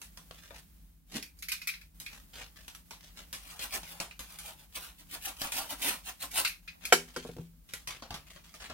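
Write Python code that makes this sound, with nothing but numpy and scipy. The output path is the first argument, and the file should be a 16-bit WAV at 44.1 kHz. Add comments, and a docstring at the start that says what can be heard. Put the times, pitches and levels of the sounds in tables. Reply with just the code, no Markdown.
"""A small, quiet workshop: a padded envelope is slit open with a utility knife above a box on a wooden bench.
The blade ratchets out: filtered noise cracks and ringing steel. It saws the taped edge in short strokes of
snapping fibres, hissing and shaking the envelope, then springs free. The knife lands in a knock of bench
modes and noise, and fingers pull the paper apart in rustling rubs and crinkling flurries of snaps.
Reflections surround it all, over low rumble, faint hum and microphone hiss."""
import sys
import numpy as np
from scipy import signal
from scipy.fft import rfft, irfft
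from scipy.io import wavfile
from scipy.ndimage import uniform_filter1d

SR = 44100
rng = np.random.default_rng(int(sys.argv[2]) if len(sys.argv) > 2 else 0)


def dump_mix(stems):
    """Bounce the given channels to the path in sys.argv[1] as a 16-bit WAV at rate SR."""
    frames = np.atleast_2d(stems).T  # one column per channel
    limited = np.clip(frames, -1, 1)  # hard clip at full scale
    pcm = np.round(limited * 32767).astype(np.int16)
    wavfile.write(sys.argv[1], SR, pcm)


N = 384993
TIME = np.arange(N) / SR
HIT_TIME = TIME[:16384]  # the span of one short event


def undb(db):
    """Decibels to gain."""
    return 10 ** (np.asarray(db) / 20)


def unit(x):
    """Scale to rms 1."""
    return x / np.sqrt(np.mean(x ** 2))


def freqs(x):
    """Frequency of each spectral bin of x, at least 1 Hz."""
    return np.maximum(np.fft.rfftfreq(x.shape[-1], 1 / SR), 1)


def colour(x, points):
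    """Causal, minimum-phase equaliser through (f/Hz, level/dB) points."""
    hz, db = np.transpose(points)
    log_gain = np.log(undb(np.interp(np.log(freqs(HIT_TIME)), np.log(hz), db)))
    cepstrum = irfft(log_gain)
    half = len(cepstrum) // 2
    # folding the cepstrum onto positive time makes the filter causal
    cepstrum[1:half] *= 2
    cepstrum[half:] = 0
    response = irfft(np.exp(rfft(cepstrum)))
    return signal.fftconvolve(x, response)[:len(x)]


def band(x, hz, kind, order=4):
    """Butterworth filter."""
    corners = np.clip(hz, 20, .45 * SR)
    return signal.sosfilt(signal.butter(order, corners, kind, fs=SR, output="sos"), x)


def fade(t60):
    """Exponential decay over the span of a hit, down 60 dB after t60 seconds."""
    return undb(-60 * HIT_TIME / t60)


def ring(modes):
    """Sum of damped modes, alternately pushed one way and the other."""
    out = np.zeros(len(HIT_TIME))
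    for k, (hz, db, t60) in enumerate(modes):
        out += (-1) ** k * undb(db) * fade(t60) * np.sin(2 * np.pi * hz * HIT_TIME)
    return out


def peak(x, db):
    """Bring the rms of the loudest 4 ms to a level."""
    return x * undb(db) / np.sqrt(uniform_filter1d(x ** 2, size=176).max())


def add(track, s, x):
    """Mix x into the track at time s."""
    start = max(round(s * SR), 0)
    track[start:start + len(x)] += x[:N - start]


def snaps(time, rate, spread_db):
    """Fibres snapping at random, rate a second, a few much louder than the rest."""
    chance = rng.random(len(time))
    size = np.clip(rng.standard_normal(len(time)), -2, 2)
    sign = rng.choice([-1, 1], len(time))
    return (chance < rate / SR) * undb(spread_db * size) * sign


def walk(rate):
    """Random wander around 0 along straight lines between rate normal draws a second."""
    knots = rng.standard_normal(4096)
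    return np.interp(TIME * rate, np.arange(len(knots)), knots)


def swell(s, db, length):
    """Gain of one push of the hand: it builds up to a peak at s and lets go."""
    rise, fall = 0.46 * length, 0.54 * length  # each reaches 8.7 dB below the peak
    out = np.zeros(N)
    span = slice(max(int((s - 4 * rise) * SR), 0), int((s + 4 * fall) * SR))
    lag = TIME[span] - s
    out[span] = undb(db) * np.exp(-np.maximum(-lag / rise, lag / fall) ** 1.5)
    return out


def pushes(rows):
    """Gain of a series of pushes that share one shape, summed as power."""
    return sum(swell(*row) ** 2 for row in rows) ** .5


# Sawing strokes: peak t/s, push level/dB, length/s between the points 8.7 dB below the peak
SAWING_STROKES = [(3.511, -52, 0.21), (3.63, -40, 0.058), (3.744, -36, 0.054), (3.909, -49.5, 0.15),
                  (4.318, -54, 0.13), (4.473, -44, 0.073), (4.611, -57.5, 0.069), (4.762, -37.5, 0.035),
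                  (4.827, -46.5, 0.098), (5.001, -56.5, 0.043), (5.1, -55.5, 0.017), (5.139, -41.5, 0.053),
                  (5.262, -38.5, 0.069), (5.436, -37.5, .08), (5.584, -36, 0.1), (5.714, -35.5, 0.043),
                  (5.868, -31.5, 0.1), (6.078, -39.5, 0.046), (6.228, -37, 0.042), (6.379, -30, 0.076)]
# Tone balance of the cut: f/Hz, relative level/dB
CUT_COLOUR = [(160, -18), (280, -7), (426, -15), (705, -4.5), (1060, -2.5), (1130, -3.5), (2570, 4.5),
              (7040, -3.5), (9210, 0), (15500, -3.5)]
SHAKE_DB, SHAKE_LAG_S = -6.5, 0.011  # the envelope's body follows the hiss
SHAKE_LENGTH_S, SHAKE_DB_PER_DOUBLING = 0.047, 0.6  # longer strokes shake the body harder


def sawing():
    """The edge catches and slips through fibres; they hiss, shake the envelope and make the pinched blade sing."""
    fibres = snaps(TIME, rate=5000, spread_db=6) * undb(2.8 * walk(rate=220) + 1.3 * walk(rate=60))
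    tugs = snaps(TIME, rate=1400, spread_db=2)
    hiss = unit(band(colour(fibres, CUT_COLOUR), 2000, "high"))
    body = unit(band(colour(tugs, CUT_COLOUR), 1300, "low"))
    blade_hz = BLADE_MODES[0][0]
    blade = unit(band(fibres, [blade_hz - 150, blade_hz + 150], "band", order=1))
    force = pushes(SAWING_STROKES)
    shakes = []
    for s, db, length in SAWING_STROKES:
        length_db = SHAKE_DB_PER_DOUBLING * np.log2(length / SHAKE_LENGTH_S)
        shakes.append((s + SHAKE_LAG_S, db + SHAKE_DB + length_db, length))
    effort = force / force.max()
    # the blade sings out only under the hardest strokes
    song = undb(-8) * effort * blade
    # single ticks stand out in the gentle strokes
    loose_ticks = undb(-49.5) * np.sqrt(effort) * ticks()
    return force * (undb(3.0) * hiss + song) + pushes(shakes) * body + loose_ticks


# Creases buckling and tape popping: t/s, level/dB, sharpness/dB (taut tape is sharp, a slack fold is blunt)
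CRINKLE_EVENTS = [(0.0163, -41.5, 2), (0.173, -42.5, -1), (0.3096, -41.5, -7), (0.5063, -48, -10.5),
                  (1.9996, -42.5, 8.5), (2.409, -46.5, -6), (2.6802, -38.5, 0.5), (2.7485, -44, 3),
                  (2.9077, -41, -1.5), (3.3282, -35.5, 5), (3.592, -37, 0), (3.831, -41.5, -3.5),
                  (4.0005, -30.5, -0.5), (4.1922, -37.5, 2), (4.3863, -42.5, 5.5), (5.4162, -27, 0),
                  (5.5193, -34.5, 6.5), (7.736, -32.5, 2.5), (7.873, -32.5, -2.5), (8.022, -41.5, -9.5),
                  (8.1061, -35.5, -7), (8.1415, -36, -4), (8.3602, -46, -7.5), (8.5398, -46, -0.5),
                  (8.6993, -41.5, -10.5)]
# Tone balance of stiff paper: f/Hz, relative level/dB
PAPER_COLOUR = [(220, -11.5), (380, -15), (718, -10), (1060, -11), (1160, -9), (1360, -8.5), (3140, -4.5),
                (11500, -14), (15500, -23)]


def crinkles():
    """A crease gives way in a quick flurry of snaps with a faint tail; a sharper one has less body."""
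    out = np.zeros(N)
    for s, db, sharp_db in CRINKLE_EVENTS:
        decay = fade(t60=0.0034) + undb(-23.5) * fade(t60=0.21)
        flurry = snaps(HIT_TIME, rate=4000, spread_db=5) * decay
        onset = 1 - fade(t60=0.0035)
        sheet = colour(flurry * onset, PAPER_COLOUR)
        add(out, s, peak(band(sheet, [1000, 6000], "band"), db - 0.5))
        add(out, s, peak(band(sheet, 1000, "low"), db - 10 - 1.15 * sharp_db))
        add(out, s, peak(band(sheet, 7560, "high"), db - 3 + sharp_db))
    return out


def ticks():
    """Sparse, separate ticks of stiff paper giving way."""
    return unit(colour(snaps(TIME, rate=45, spread_db=3), PAPER_COLOUR))


def rustle():
    """Grainy noise of a surface that catches and slips."""
    grains = snaps(TIME, rate=900, spread_db=6) * undb(3.5 * walk(rate=80))
    return unit(unit(colour(grains, PAPER_COLOUR)) + undb(-3) * ticks())


# Paper and tape rubbing: start t/s, push level/dB, time before release/s
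RUBS = [(0.33, -53, 0.036), (0.419, -49, 0.016), (0.532, -52.5, 0.043), (2.096, -50, 0.08),
        (2.326, -49, 0.098), (2.556, -50, 0.03), (2.993, -54, 0.081), (3.154, -46.5, 0.045),
        (6.804, -47, 0.13), (7.072, -52.5, 0.14), (7.226, -62.5, 0.21), (7.679, -55.5, 0.084),
        (7.884, -37.5, 0.02), (8.261, -53.5, 0.064), (8.437, -57.5, .06), (8.596, -42, 0.07)]
GRIP_S, RELEASE_S = 0.0042, 0.04  # a rub grips at once, holds, then lets go
LIGHT_TOUCH_DB, DAMPING_DB_PER_DB = -56.5, 0.53  # pressing harder than this damps the sheet's treble


def sliding():
    """A light, grainy rustle that catches and slips; a firmer touch damps its treble."""
    bright = rustle()
    dull = band(bright, 2800, "low", order=1)
    push, bite = np.zeros((2, N))
    for s, db, length in RUBS:
        grip = 1 - np.exp(-HIT_TIME / GRIP_S)
        release = np.exp(-np.maximum(HIT_TIME - length, 0) / RELEASE_S)
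        rub = undb(db) * grip * release
        add(push, s, rub)
        add(bite, s, rub * undb(-DAMPING_DB_PER_DB * (db - LIGHT_TOUCH_DB)))
    return push * dull + bite * (bright - dull)


# Slider catching in its notches, blade rattling in its channel: t/s, level/dB, treble/dB,
# before the fixed boosts in knife()
CLICK_EVENTS = [(1.2257, -42, -25.5), (1.388, -76.5, 2), (1.423, -45.5, -20), (1.4845, -36.5, -25),
                (1.517, -32, -24), (1.616, -44, -28), (1.672, -39, -16), (1.6872, -36.5, -43),
                (1.7375, -43.5, -40), (1.8125, -54, -28), (2.0615, -41, -34), (4.1093, -45.5, -37),
                (6.4475, -26.5, -30.5), (6.476, -64.5, 5), (6.676, -43, -40), (6.852, -36.5, -22.5)]
# Tone balance of the handle: f/Hz, relative level/dB
HANDLE_COLOUR = [(410, -46.5), (700, -43.5), (1370, -18), (1850, -14.5), (2490, -3), (2990, -17),
                 (4130, -12.5), (7310, -25), (11200, -21), (12100, -20.5), (15500, -30.5)]
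# Ringing steel blade: f/Hz, relative level/dB, t60/s
BLADE_MODES = [(9166, -4, .12), (11774, 0, .19)]
BLADE_FREE_S, BLADE_FREE_DB = 6.48, -55.5


def knife():
    """Each catch cracks through the plastic handle and rings the blade, which also rings on leaving the cut."""
    out, blade = np.zeros(N), ring(BLADE_MODES)
    for s, db, treble_db in CLICK_EVENTS:
        # the contact takes a moment to build, then the loose parts rattle on
        shape = (1 - fade(t60=0.0068)) * (fade(t60=0.0078) + undb(-13.0) * fade(t60=0.14))
        handle = colour(rng.standard_normal(len(HIT_TIME)) * shape, HANDLE_COLOUR)
        crack = peak(band(handle, 6000, "low"), db + 4.0)
        steel = peak(band(handle, 6000, "high"), 0) + peak(blade, -21)
        add(out, s, crack + peak(steel, db + treble_db + 26.5))
    add(out, BLADE_FREE_S, peak(blade, BLADE_FREE_DB))
    return out


# Knife and hand meeting the bench: t/s, level/dB, contact corner f/Hz (soft contacts are dull)
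KNOCK_EVENTS = [(6.9238, -11, 9770), (6.929, -25, 8030), (7.162, -32, 7900), (7.169, -39.5, 380),
                (7.249, -41, 498), (7.290, -40.5, 266), (7.365, -42.5, 182), (7.383, -38.5, 156)]
# Bench top with the knife on it: f/Hz, relative level/dB, t60/s
BENCH_MODES = [(167, -13, 0.46), (249, -15, 0.4), (356.4, -2, 0.088), (398, -10, 0.23), (472, 2.5, 0.1),
               (729, 1, 0.076), (881, -3, 0.081), (1368, 7, 0.036), (1595, 6, .07), (2245, 5.5, 0.059),
               (3054, -5, 0.1)]


def knocks():
    """A blow rings the bench and cracks the knife's shell; a softer contact keeps only the low modes."""
    out, wood = np.zeros(N), peak(ring(BENCH_MODES), 0)
    for s, db, contact_hz in KNOCK_EVENTS:
        noise = rng.standard_normal((2, len(HIT_TIME)))
        crack = peak(band(noise[0], 1200, "high", order=1) * fade(t60=0.097), 0.77)
        # a soft contact scuffs on for longer
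        scuff = fade(t60=.055 + 14 / contact_hz)
        thud = peak(band(noise[1], [170, 1800], "band", order=2) * scuff, -5)
        blow = band(wood + crack + thud, contact_hz, "low", order=2)
        # a hard contact moves less of the heavy top's bass
        add(out, s, peak(band(blow, contact_hz / 36, "high", order=3), db))
    return out


def drag():
    """The handle scrapes grainily over the wood as the knife is picked up, and the bench rumbles under it."""
    rumble = unit(band(rng.standard_normal(N), [170, 372], "band", order=2))
    return swell(s=1.159, db=-37.5, length=0.06) * (rustle() + undb(-6.5) * rumble)


def spread(pair, alike_hz):
    """Two unrelated signals become a diffuse field: alike at both ports in the bass, unrelated above."""
    alike = 1 / (1 + (freqs(pair) / alike_hz) ** 2)
    mid, side = rfft(pair) * np.sqrt([1 + alike, 1 - alike])
    return irfft([mid + side, mid - side], pair.shape[-1]) / np.sqrt(2)


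def room(x, near_db, far_db, near_t60, far_t60, steps):
    """Direct sound, quick reflections off box and bench, and the workshop's longer tail.
    The source moves in equal steps, crossfading between places with their own reflections."""
    near = undb(near_db) * unit(fade(near_t60))
    far = undb(far_db) * unit(fade(far_t60))
    tail = np.hypot(near, far) / np.sqrt(len(HIT_TIME))
    out, hop = np.zeros((2, N)), N // steps + 1
    for centre in range(0, N + hop, hop):
        response = spread(rng.standard_normal((2, len(tail))) * tail, alike_hz=815)
        response[0, 3] += 1  # the left port is three samples further away
        response[1, 0] += 1
        response /= np.sqrt(np.sum(response ** 2) / 2)
        span = np.arange(max(centre - hop, 0), min(centre + hop, N))
        piece = x[span] * np.cos(np.pi / 2 * (span - centre) / hop)
        for track, echo in zip(out, response):
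            add(track, span[0] / SR, signal.fftconvolve(piece, echo))
    return out


# Tone balance of the background: f/Hz, relative level/dB
WORKSHOP_COLOUR = [(24, -17), (40, 5), (71, -15.5), (101, -20), (126, -44), (150, -18.5), (170, -41),
                   (192, -25), (287, -26.5), (350, -36.5), (417, -38), (6980, -41), (15500, -35)]
WORKSHOP_DB, HUM_DB = -57, -67.5


def workshop():
    """Gently wavering low rumble and microphone hiss, with a faint, narrow-band hum of the room."""
    air = np.array([unit(colour(rng.standard_normal(N), WORKSHOP_COLOUR)) for _ in range(2)])
    rumble = unit(band(spread(air, alike_hz=220), 48.4, "high", order=8))
    hum = unit(band(rng.standard_normal((2, N)), [158, 180], "band", order=2))
    level = undb(WORKSHOP_DB + 1.2 * walk(rate=3.7))
    return rumble * level + undb(HUM_DB) * spread(hum, alike_hz=260)


def scene():
    """Paper and knife sound in the air above the box; the low modes of the bench arrive more directly."""
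    blows = knocks()
    wood = band(blows, 2000, "low", order=1)
    in_air = sawing() + crinkles() + sliding() + knife() + drag() + blows - wood
    held = room(in_air, near_db=8.5, far_db=2.5, near_t60=0.034, far_t60=0.24, steps=160)
    bench = room(wood, near_db=-6, far_db=-13, near_t60=.06, far_t60=.25, steps=1)
    return held + bench + workshop()


HUSH_BELOW_DB, HUSH_DEPTH_DB, HUSH_WINDOW_S, HUSH_HZ = -60, -9, 0.11, 380


def hush(x):
    """Noise suppressor: the hiss sinks where the treble power around it is low."""
    treble = irfft(rfft(x) / (1 + (HUSH_HZ / freqs(x)) ** 4), N)
    power = uniform_filter1d(np.mean(treble ** 2, axis=0), size=int(HUSH_WINDOW_S * SR))
    quiet = 1 / (1 + (power / undb(HUSH_BELOW_DB) ** 2) ** 2)
    return x - treble * (1 - undb(HUSH_DEPTH_DB * quiet))


# Two microphone ports: f/Hz, left minus right level/dB
PORT_DIFFERENCE = [(400, 1), (3700, 2.5), (5500, -2.5), (7400, -4.5), (9600, 2.5), (12500, -3)]
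TOP_HZ = 15900


def record(dry):
    """Pauses are hushed, each port has its own colour and the top is cut steeply."""
    ports = []
    for x, side in zip(hush(dry), (1, -1)):
        half_difference = [(hz, side * db / 2) for hz, db in PORT_DIFFERENCE]
        ports.append(colour(x, half_difference))
    return signal.sosfilt(signal.ellip(10, .2, 70, TOP_HZ, fs=SR, output="sos"), ports)


dry = scene()
out = record(dry)
dump_mix(out)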